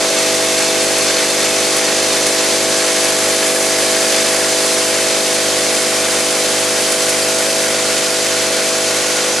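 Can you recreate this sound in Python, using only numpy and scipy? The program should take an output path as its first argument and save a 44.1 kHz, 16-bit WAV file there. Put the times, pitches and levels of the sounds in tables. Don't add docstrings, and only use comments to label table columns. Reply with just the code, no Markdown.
import sys
import numpy as np
from scipy import signal
from scipy.fft import rfft, irfft
from scipy.io import wavfile

SR = 44100
rng = np.random.default_rng(int(sys.argv[2]) if len(sys.argv) > 2 else 0)


def wav_record(signal):
    frames = np.transpose(np.atleast_2d(signal))
    bounded = np.clip(frames, -1, 1)
    quanta = np.round(bounded * 32767).astype(np.int16)
    wavfile.write(sys.argv[1], SR, quanta)


N = 414540
TIME, FREQ = np.arange(N) / SR, np.fft.rfftfreq(N, 1 / SR)

# (multiple, level [dB])
OVERTONES = [(2, -47), (3, -43.2), (4, -42.7), (5, -44.2), (6, -33), (7, -31.4), (8, -31.4), (9, -36.2),
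             (10, -25.7), (11, -35), (12, -41), (13, -25.6), (14, -46), (15, -36.1), (16, -38.5), (17, -48),
             (18, -42.3), (19, -51), (20, -43), (21, -46), (22, -44.5), (23, -49)]
# (time [s], relative level [dB])
DRONE_PATH = [(0, -24.5), (0.6, -24.5), (1.5, -26.5), (3.8, -25), (6.2, -27.5), (7.6, -25.5), (8.0, -27.5),
              (8.8, -25.5), (9.2, -31)]
# (multiple, change [dB])
PAST_RIM = [(6, -2.5), (7, 1.2), (8, -2.5), (9, 1.8), (12, 4.5), (14, 10), (16, 3), (17, -6), (18, 2)]
# (frequency [Hz], level [dB])
LANDING_COLOUR = [(500, -4.5), (950, -5), (1100, 1), (1250, -0.8), (1400, 0.75), (2400, 2.5), (2950, -2.5),
                  (3900, -3), (4900, -2), (6400, -1.9), (8300, -3), (10000, -4.5), (11100, -6.5),
                  (12300, -16), (13000, -33)]
# (frequency [Hz], width [Hz], relative level [dB], loudest at [s], for about [s])
BOWL_MODES = [(1122, 29, -5.5, 1.6, 12), (1440, 43, 5, 8.9, 3.2), (1703, 28, 4, 3.7, 1.6),
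              (1880, 190, -5.5, 3.2, 3.8), (2197, 20, 2, 2.2, 6.7), (2420, 25, -16, 3.5, 12),
              (2625, 68, 2, 1.1, 1.4), (3110, 62, -1.5, 6.7, 3.7), (3550, 62, 2.5, 0.95, 2),
              (3618, 33, 1.5, 5.5, 12), (4320, 60, 4.5, 0.96, 3.2), (4590, 50, 0, 8.6, 6.1),
              (4820, 150, 0, 3.7, 4.4), (6010, 190, -1, 1.2, 7.7), (6070, 150, 1.5, 9.4, .8),
              (6600, 160, 1, 9, 1), (6320, 130, -1, 2.9, 5.8), (7330, 390, -3.5, 2.4, 14),
              (8100, 170, -7, .8, 4), (8850, 130, 1, 4.9, 7.2), (10000, 230, 0, 3.3, 0.92),
              (9920, 140, 1, 9, 1.5)]
# (time [s], level [dB])
TICKING_PATH = [(0, -25), (2.6, -24.5), (3.4, -23), (4.7, -23.3), (5.3, -24.5), (7.2, -23.5), (7.9, -25.0),
                (9.4, -26.5)]
# (time [s], length [s], change [dB])
RATTLE_SURGES = [(1.09, .08, 1.7), (3.57, 0.13, -1.2), (4.146, .12, 1.7)]
# (frequency [Hz], level [dB])
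FLOOR_COLOUR = [(25, -24.5), (110, -22.5), (160, -18), (220, -9.5), (300, -12.5), (420, -7), (490, -4),
                (550, 2.5), (590, 0), (630, -7.5), (770, -12), (835, -2), (930, -17.5), (2000, -39)]
# (time [s], relative level [dB])
PART_DROPS = [(0.3454, -16), (0.839, -13), (0.9824, -13), (1.0254, -14), (1.7659, -10), (2.266, -9),
              (3.047, -14), (3.4732, -14), (3.9164, -18), (5.6286, -17), (5.7494, -12), (6.9195, -10),
              (7.0918, -10), (8.7814, -19)]
# (frequency [Hz], level [dB])
MACHINE_HUMS = [(98.25, -54.5), (228.4, -38.3), (685.2, -44), (865.6, -42.5)]
# (frequency [Hz], side relative to mid [dB])
STEREO_WIDTH = [(30, 0), (70, 1), (200, -13), (500, -11), (1000, -11.5), (2000, -12.5), (4000, -7.5),
                (8000, -7), (12000, -3.5)]

STROKE_HZ = 50.005
DRONE_MULTIPLE = 13
FILLING_MULTIPLES = (2, 3, 4, 5, 10, 11, 12, 14, 15)
DRAW_BACK_START_S, DRAW_BACK_END_S = 3.7, 8.5
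BUZZ_FADE_DB_PER_S, DRUM_FADE_DB_PER_S, RATTLE_FADE_DB_PER_S = 0.58, 0.5, 0.14
SWING_MIDDLE_S, SWING_LENGTH_S = 9.35, .4


def bowl_buzz(waver=0.025, load_waver=0.01, wander_db=0.36, gain_db=0.17, steps=2048):
    slow_time = np.linspace(0, N / SR, steps)
    jitter = signal.lfilter([1], [1, -.85], rng.standard_normal((len(OVERTONES), 2, steps))) / 2
    load = 1 + load_waver * walk(22)
    out = np.zeros((2, N))
    for (multiple, db), (shiver, slip) in zip(OVERTONES, jitter):
        hz = multiple * STROKE_HZ
        drift_db = wander_db * multiple / DRONE_MULTIPLE * walk(2, slow_time)
        level_db = db + gain_db + standing_wave(multiple, slow_time) + drift_db
        strength = np.interp(TIME, slow_time, undb(level_db) * (1 + waver * shiver))
        phase = 2 * np.pi * hz * TIME + np.interp(TIME, slow_time, waver * slip - bowl_lag(hz))
        tone = np.sqrt(2) * strength * np.cos(phase)
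        lean = 0.034 * (-1) ** multiple
        out[0] += (1 + lean) * tone
        out[1] += (1 - lean) * tone
    return out * load


def bowl_lag(hz, lag_s_per_hz=4e-5, mode_hz=545, width_hz=30):
    return np.pi * lag_s_per_hz * hz ** 2 + 2 * np.arctan(2 * (hz - mode_hz) / width_hz)


def standing_wave(multiple, t):
    if multiple == DRONE_MULTIPLE:
        path_db = np.interp(t, *np.transpose(DRONE_PATH))
    else:
        path_db = -BUZZ_FADE_DB_PER_S * drawn_back(t) * (multiple not in FILLING_MULTIPLES)
    swing = np.clip((t - SWING_MIDDLE_S) / SWING_LENGTH_S + .5, 0, 1)
    return path_db - path_db.mean() + swing * dict(PAST_RIM).get(multiple, 0)


def parts_rattle(stretches=3, surge_db=0.33, clatter_db=-23, rattle_db=-19):
    mid, side = 0, 0
    for _ in range(stretches):
        hits = landings(per_second=4200, bunching=.27, scatter_db=10.5) * undb(surge_db * walk(28))
        mid += signal.oaconvolve(hits, cover_response(t60_s=0.082, direct=0.5))[:N]
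        side += signal.oaconvolve(hits, cover_response(t60_s=0.094, direct=0.092))[:N]
    steel = bowl_ring(unit(landings(per_second=2500, bunching=.3, scatter_db=13.6)))
    spectrum = stereo(rfft(unit(mid) + steel), rfft(unit(side)) * 0.94) * colour(LANDING_COLOUR)
    swell_db = sum(db * np.exp(-(2 * (TIME - s) / length) ** 2) for s, length, db in RATTLE_SURGES)
    heap_db = swell_db - RATTLE_FADE_DB_PER_S * drawn_back(TIME)
    ticking_db = np.interp(TIME, *np.transpose(TICKING_PATH))
    clatter = unit(band(spectrum, 280, 2880)) * undb(clatter_db + heap_db + 0.62 * walk(35))
    rattle = unit(band(spectrum, 2930, 7550)) * undb(rattle_db + heap_db + 0.41 * walk(45))
    ticking = unit(band(spectrum, 7800, 28000)) * undb(ticking_db + 0.48 * walk(70))
    return clatter + rattle + ticking


def landings(per_second, bunching, scatter_db, flight_s=.006):
    when, luck, polarity, height = rng.random((N // 4, 4)).T
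    at = (when * N).astype(int)
    crowding = 1 + bunching * np.cos(2 * np.pi * STROKE_HZ * (at / SR - flight_s))
    lands = luck < per_second * N / SR / len(at) * crowding
    return np.bincount(at, lands * np.sign(polarity - .5) * undb(scatter_db * height ** 3), N)


def bowl_ring(hits, gain_db=1, focus=0.56):
    out = 0
    for hz, width, db, s, length in BOWL_MODES:
        b, a = signal.iirpeak(hz, hz / width, fs=SR)
        nearness = (1 + (2 * (TIME - s) / length) ** 2) ** -focus
        out += signal.lfilter(b, a, hits) * undb(db + gain_db) * nearness
    return out


def cover_response(t60_s, direct, ripple=0.22, samples=8192):
    echoes = rng.standard_normal(samples) * np.exp(-np.log(1000) * TIME[:samples] / t60_s)
    echoes /= np.linalg.norm(echoes)
    echoes[0] += direct
    response = rfft(echoes)
    return irfft(response / abs(response) ** (1 - ripple), samples)


def floor_drumming(level_db=-28.0):
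    mid, side = (rfft(landings(per_second=3000, bunching=.5, scatter_db=11.5)) for _ in range(2))
    drumming = unit(irfft(stereo(mid, side) * colour(FLOOR_COLOUR), N))
    return drumming * undb(level_db - DRUM_FADE_DB_PER_S * drawn_back(TIME))


def dropping_parts(gain_db=-7, bounce=.25):
    hits = np.zeros(N)
    for s, db in PART_DROPS:
        hits[int(s * SR)] += undb(db)
        hits[int((s + 1 / STROKE_HZ) * SR)] += bounce * undb(db)
    mid, side = (rfft(cover_response(t60_s=0.094, direct=.15), N) for _ in range(2))
    brightening = 1 + np.minimum(FREQ / 5000, 2) ** 2
    click = stereo(mid, side) * colour(LANDING_COLOUR) * brightening
    attack_rms = np.std(irfft(click, N)[:, :SR // 200])
    return irfft(rfft(hits) * click, N) * undb(gain_db) / attack_rms


def factory_hum():
    return sum(np.sqrt(2) * undb(db + .9 * walk(4)) * np.cos(2 * np.pi * hz * TIME)
               for hz, db in MACHINE_HUMS)


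def drawn_back(t):
    return np.clip(t, DRAW_BACK_START_S, DRAW_BACK_END_S) - DRAW_BACK_START_S


def stereo(mid, side):
    return mid + side * colour(STEREO_WIDTH) * np.array([[1], [-1]])


def band(spectrum, lo_hz, hi_hz):
    gain = 1 / (1 + (FREQ / hi_hz) ** 10) - 1 / (1 + (FREQ / lo_hz) ** 10)
    return irfft(spectrum * gain, N)


def colour(points):
    hz, db = np.transpose(points)
    return undb(np.interp(np.log(FREQ + 1), np.log(hz), db))


def walk(rate, t=TIME):
    steps = rng.standard_normal(1024)
    return np.interp(t * rate, np.arange(len(steps)), steps) * np.sqrt(3 / 2)


def undb(db):
    return 10 ** (np.asarray(db) / 20)


def unit(x):
    return x / np.sqrt(np.mean(x ** 2))


def scene():
    return bowl_buzz() + floor_drumming() + parts_rattle() + dropping_parts() + factory_hum()


def record(dry):
    ceiling, top_hz = .78, 12450
    tilt = colour([(4500, 0), (8000, 0.29), (12000, 1.0)])
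    heard = irfft(rfft(dry) * np.array([1 / tilt, tilt]), N)
    rounded = heard / (1 + (heard / ceiling) ** 8) ** (1 / 8)
    return signal.sosfilt(signal.ellip(12, .1, 90, top_hz, fs=SR, output="sos"), rounded)


dry = scene()
out = record(dry)
wav_record(out)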